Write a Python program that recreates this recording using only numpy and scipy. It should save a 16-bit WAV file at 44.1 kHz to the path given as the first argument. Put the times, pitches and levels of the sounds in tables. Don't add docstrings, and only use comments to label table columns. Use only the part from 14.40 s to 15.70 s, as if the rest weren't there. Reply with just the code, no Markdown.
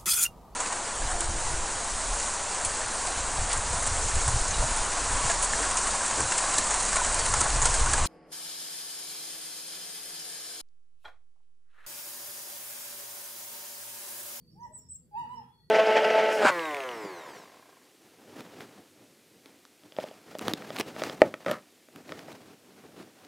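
import sys
import numpy as np
from scipy import signal
from scipy.fft import rfft, irfft, next_fast_len
from scipy.io import wavfile
from scipy.ndimage import uniform_filter1d, map_coordinates

SR = 44100
rng = np.random.default_rng(int(sys.argv[2]) if len(sys.argv) > 2 else 0)


def master(y):
    cut = np.clip(np.atleast_2d(y).T, -1, 1)
    pcm = np.round(cut * 32767)
    wavfile.write(sys.argv[1], SR, pcm.astype(np.int16))


def volts_from_decibels(level):
    exponent = np.asarray(level, float) / 20
    return 10 ** exponent


N = 57330


def unit(x):
    return x / np.sqrt(np.mean(x ** 2) + 1e-20)


def along(points, hz):
    f, v = np.transpose(points)
    return np.interp(np.log(hz + 1), np.log(f + 1), v)


def level(rows):
    return volts_from_decibels(np.interp(np.arange(N) / SR, *np.transpose(rows)))


def wobble(rate):
    return map_coordinates(rng.standard_normal(300), [np.arange(N) * min(rate, 200) / SR])


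def rasp(share, rate):
    return (1 + share * (wobble(rate) + 1j * wobble(rate))) / np.sqrt(1 + 2 * share ** 2)


def filtered(x, response):
    m = next_fast_len(N + 8192)
    return irfft(rfft(x, m) * response(np.fft.rfftfreq(m, 1 / SR)), m)[..., :N]


def tone(hz, db, tones, brighten=(0, 0), blur=0):
    turn = 2 * np.pi * np.cumsum(hz) / SR
    slack_db = brighten[0] * (db - db.max()) + brighten[1] * (hz - hz.max())
    rows = []
    for multiple, tone_db in tones:
        k = round(multiple)
        line = rasp(blur * (multiple > 1.5), 150) * np.exp(1j * k * turn)
        rows.append(volts_from_decibels(tone_db + (k - 1.5) * slack_db) * np.real(line))
    return np.sqrt(2) * volts_from_decibels(db) * np.array(rows)


def call(rows, tones, brighten):
    s, hz, db = np.transpose(rows)
    t = np.arange(N) / SR
    hz = uniform_filter1d(np.interp(t, s, hz), size=350)
    db = np.interp(t, [s[0] - .004, *s, s[-1] + 0.0046], [-130, *db, -130])
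    db = uniform_filter1d(db, size=200)
    return tone(hz, db, tones, brighten, blur=2), hz, db


def rush(spectrum, patchy_db):
    # frequency in Hz, left-right likeness from 0 to 1.
    alike = [(30, 0.44), (150, 0.93), (400, 0.38), (1000, 1), (3000, 0.15)]
    z = signal.stft(rng.standard_normal((2, N)), nperseg=1024)[2]
    field = uniform_filter1d(rng.standard_normal(z.shape[1:]), size=4, axis=0)
    field = uniform_filter1d(field, size=5, axis=1)
    pair = signal.istft(z * volts_from_decibels(patchy_db * unit(field)), nperseg=1024)[1][:, :N]
    shape = [(2, -120), *spectrum[1:-1], (SR / 2, spectrum[-1][1])]

    def response(hz):
        angle = np.arccos(np.clip(along(alike, hz), -1, 1)) / 2
        return volts_from_decibels(along(shape, hz)) * [np.cos(angle), np.sin(angle)]

    mid, side = filtered(pair, response)
    return unit(np.array([mid + side, mid - side]))


def yard(x, wet_db, gap_s):
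    # frequency in Hz, time to decay by 60 dB in seconds.
    decay = [(500, 0.44), (2000, 0.44), (8000, 0.23), (15000, .14)]
    hz, t, z = signal.stft(rng.standard_normal((2, SR)), SR, nperseg=256)
    tail = signal.istft(z * volts_from_decibels(-60 * t / along(decay, hz)[:, None]), SR, nperseg=256)[1]
    late = np.pad(x, (round(gap_s * SR), 0))[None]
    wet = signal.fftconvolve(late, tail, axes=1)[:, :N]
    return volts_from_decibels(wet_db) * filtered(wet, lambda f: 1 / np.sqrt(along(decay, f) * SR / (6 * np.log(10))))


def air():
    # frequency in Hz, spectral level in dB per Hz.
    rumble, leaves, hiss = [(13, -54), (22, -26.5), (43, -6), (173, -0.5), (292, -13.5), (329, -14.5),
                            (487, -17), (583, -30), (800, -31), (1040, -34), (1760, -120)], [(5000, -120), (7500, -14.5), (9000, 9.5), (11400, 6),
                                            (13000, -7.5), (15500, -13), (16000, -17)], [(600, 1), (1000, -1), (2000, -4.5),
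                                                            (4000, -4.5), (8000, -4), (11400, -1),
                                                            (13500, -3.5), (15500, -5)]
    # time in seconds, level in dB.
    rumble_level, breeze, hiss_level = [(0, -64), (.3, -59.5), (.55, -66), (.7, -62.5), (.95, -59.5),
                                        (1.15, -66.5), (1.3, -66)], [(0, -95), (.15, -92), (.24, -85), (.33, -92),
                                                              (.68, -92), (.76, -85), (.98, -85),
                                                              (1.1, -89), (1.3, -93)], [(0, -80.5), (.25, -79.5),
                                                                              (.55, -80.5), (.7, -80.5),
                                                                              (.9, -79.5), (1.1, -80),
                                                                              (1.3, -81)]
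    low = rush([*rumble[:-3], (800, -42), (1400, -60), (1600, -120)], patchy_db=1.5)
    low = level(rumble_level) * volts_from_decibels(.7 * wobble(9)) * low
    rustle = level(breeze) * rush(leaves, patchy_db=3)
    thin = rush([(200, -120), (300, -40), *hiss, (16000, -10)], patchy_db=2.4)
    return low + rustle + level(hiss_level) * thin


def far_birds():
    # start in seconds, length in seconds, first pitch in Hz, last pitch in Hz; those from 15 kHz up
    notes_far = [(-.05, .11, 4600, 4520), (.068, .04, 4570, 4620), (.115, .11, 4700, 4640),
                 (.1, .1, 5450, 5480), (.195, .035, 6500, 6050), (.218, .03, 5900, 4900),
                 (.245, .045, 7750, 7700), (.375, .115, 5500, 5400), (.49, .07, 5500, 5250),
                 (.62, .04, 4600, 4600), (.712, .17, 4750, 4550), (.955, .06, 5450, 5050),
                 (1.12, .2, 4410, 4380), (1.18, .07, 1900, 1920), (.25, .09, 560, 650),
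                 (.505, .08, 1310, 1300), (.21, .06, 3300, 3300), (1.02, .2, 3300, 3450),
                 (.36, .05, 628, 560), (.228, .035, 6750, 6750), (.368, .03, 15600, 15000),
                 (.535, .028, 15500, 15100), (.215, .04, 6200, 5500), (.285, .035, 10700, 10650),
                 (.38, .05, 11500, 11400), (.525, .035, 11200, 11000), (.825, .025, 9800, 9800),
                 (.775, .03, 11100, 11000), (.92, .03, 11300, 11000), (.205, .04, 12600, 12200)]
    notes_db = [-75, -69, -79.5, -78.5, -77.5, -71.5, -81, -72.5, -78.5, -84.5, -77, -66.5, -77, -88, -70,
                -87.5, -90.5, -82, -96.5, -87, -63, -64.5, -73.5, -76, -86.5, -79, -78.5, -70.5, -75, -79.5]
    edge_s, lag_s = .01, .0005
    t, out, scattered = np.arange(N) / SR, np.zeros((2, N)), np.zeros(N)
    for (s, length, hz0, hz1), db in zip(notes_far, notes_db):
        hz = np.interp(t, [s, s + length], [hz0, hz1]) * (1 + .006 * wobble(30))
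        shape = np.clip(np.minimum(t - s, s + length - t) / edge_s, 0, 1)
        blur = rasp(1.6 * min(hz0 / 3000, 1) ** 2, hz0 / 30)
        whistle = np.real(blur * np.exp(2j * np.pi * np.cumsum(hz) / SR))
        x = np.sqrt(2) * shape * volts_from_decibels(db + 2.5 * wobble(40)) * whistle
        thin = hz0 > 9000
        lag = round((2 * rng.random() - 1) * lag_s * SR)
        out += np.array([x * volts_from_decibels(-5 * thin), np.roll(x, lag)])
        scattered += x * volts_from_decibels(-8 * thin)
    return out + yard(scattered, wet_db=1, gap_s=0.0025)


def bees():
    # nearest moment in seconds, half length in seconds, wing beat in Hz; the 82 Hz row is a puff of
    passes = [(.05, .05, 243), (.13, .09, 161), (.38, .05, 205), (.42, .1, 128), (.64, .05, 250),
              (.81, .06, 154), (.85, .06, 240), (.99, .07, 238), (.97, .12, 127), (1.08, .08, 238),
              (.51, .045, 82), (.2, .05, 190), (.5, .05, 112)]
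    passes_db = [-69.5, -62.5, -70.5, -64.5, -73.5, -60.5, -62.5, -59, -61.5, -72, -60.5, -65, -60]
    # multiple of the wing beat, level in dB.
    wing_tones = [(1, -1), (2, -8.5), (3, -34), (4, -31.5)]
    pan_db, lag_s = 1.5, .0002
    t, out = np.arange(N) / SR, np.zeros((2, N))
    for (s, half, hz), db in zip(passes, passes_db):
        near_db = np.maximum(-9 * ((t - s) / half) ** 2, -90) + 2.5 * wobble(25)
        x = tone(hz * (1 + .006 * wobble(18)), db + near_db, wing_tones).sum(axis=0)
        side = 2 * rng.random() - 1
        right = np.roll(x, round(lag_s * SR * side)) * volts_from_decibels(-pan_db * side)
        out += np.array([x * volts_from_decibels(pan_db * side), right])
    return out


def fowl():
    # time in seconds, pitch in Hz, level in dB.
    first = [
        (.135, 706, -110),
        (.165, 810, -71.5),
        (.19, 910, -65.5),
        (.225, 969.5, -51.5),
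        (.255, 966, -48.5),
        (.275, 851, -62.5),
        (.3, 938, -76),
    ]
    second = [(.712, 838, -70.5), (.75, 828, -40.5), (.775, 939.4, -36), (.805, 963.4, -37),
              (.855, 837.2, -49), (.895, 970.5, -46.5), (.94, 1002, -44), (.966, 937, -55.5),
              (.982, 934, -42), (1.005, 858, -51), (1.035, 813, -58.5)]
    # multiple of the pitch, level in dB.
    first_tones, second_tones = [(1, 6), (2, -18), (3, -37.5), (7, -31), (8, -33)], [(1, 1), (2, -25.5), (3, -23.5), (4, -37), (5, -34),
                                                       (6, -40.5), (7, -39), (8, -32)]
    # frequency in Hz, spectral level in dB per Hz.
    breath_shape = [(900, -120), (1150, 0), (1350, 3), (1550, -14), (2300, -10), (3300, -20), (4500, -15),
                    (9000, -40)]
    # delay in seconds, left level in dB, right level in dB.
    echoes = [
        (.05, -34, -19),
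        (0.106, -31, -20.5),
        (.2, -31, -34.5),
    ]
    lag_s = 0.00024
    out = np.zeros((2, N))
    for rows, tones in ((first, first_tones), (second, second_tones)):
        stack, hz, db = call(rows, tones, brighten=(.05, .022))
        x = stack.sum(axis=0)
        breath = filtered(rng.standard_normal(N), lambda f: volts_from_decibels(along(breath_shape, f)))
        breath = unit(breath) * volts_from_decibels(db - 34)
        pan_db = -3.5 - 0.034 * (hz - 900)
        pair = x * volts_from_decibels([pan_db / 2, -pan_db / 2])
        out += filtered(pair, lambda f: np.exp(1j * np.pi * f * lag_s * np.array([[1], [-1]])))
        for s, left_db, right_db in echoes:
            out += np.pad(x, (round(s * SR), 0))[:N] * volts_from_decibels([[left_db], [right_db]])
        out += yard(stack[0], wet_db=-8.5, gap_s=.015)
        out += yard(x - stack[0], wet_db=3, gap_s=.006)
        out += yard(breath, wet_db=3.5, gap_s=0.098)
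    return out


def chirps():
    # time in seconds, pitch in Hz, level in dB.
    first, second = [(.322, 7800, -54), (.33, 8060, -53), (.343, 7904, -41.5), (.354, 7990, -34),
                     (.365, 7850, -40), (.378, 7694, -38), (.39, 7320, -50), (.399, 7140, -54),
                     (.404, 6720, -80)], [(.486, 7260, -56), (0.492, 7860, -45.5), (.503, 7970, -36),
                                      (0.515, 8180, -36.5), (.528, 7860, -37.5), (0.542, 7640, -44),
                                      (.556, 7630, -38.5), (0.564, 7360, -50), (0.572, 7030, -68)]
    # multiple of the pitch, level in dB.
    chirp_tones = [(1, -9)]
    lag_s, blur = -.00074, .45
    out = np.zeros((2, N))
    for rows in (first, second):
        stack = call(rows, chirp_tones, brighten=(0, .018))[0]
        x = stack.sum(axis=0) * volts_from_decibels(1.5 * wobble(130.0))
        pair = x * np.real([rasp(blur, 90.64), rasp(blur, 90)])
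        out += filtered(pair, lambda f: np.exp(-1j * np.pi * f * lag_s * np.array([[1], [-1]])))
        out += yard(x, wet_db=-6.5, gap_s=0.00079)
    return out


def scene():
    return air() + far_birds() + bees() + fowl() + chirps()


def low_pass(x):
    return signal.sosfilt(signal.butter(12, 15630, fs=SR, output="sos"), x)


def record(dry):
    mix = filtered(dry, lambda hz: hz < 15800)
    return low_pass(mix)


dry = scene()
out = record(dry)
master(out)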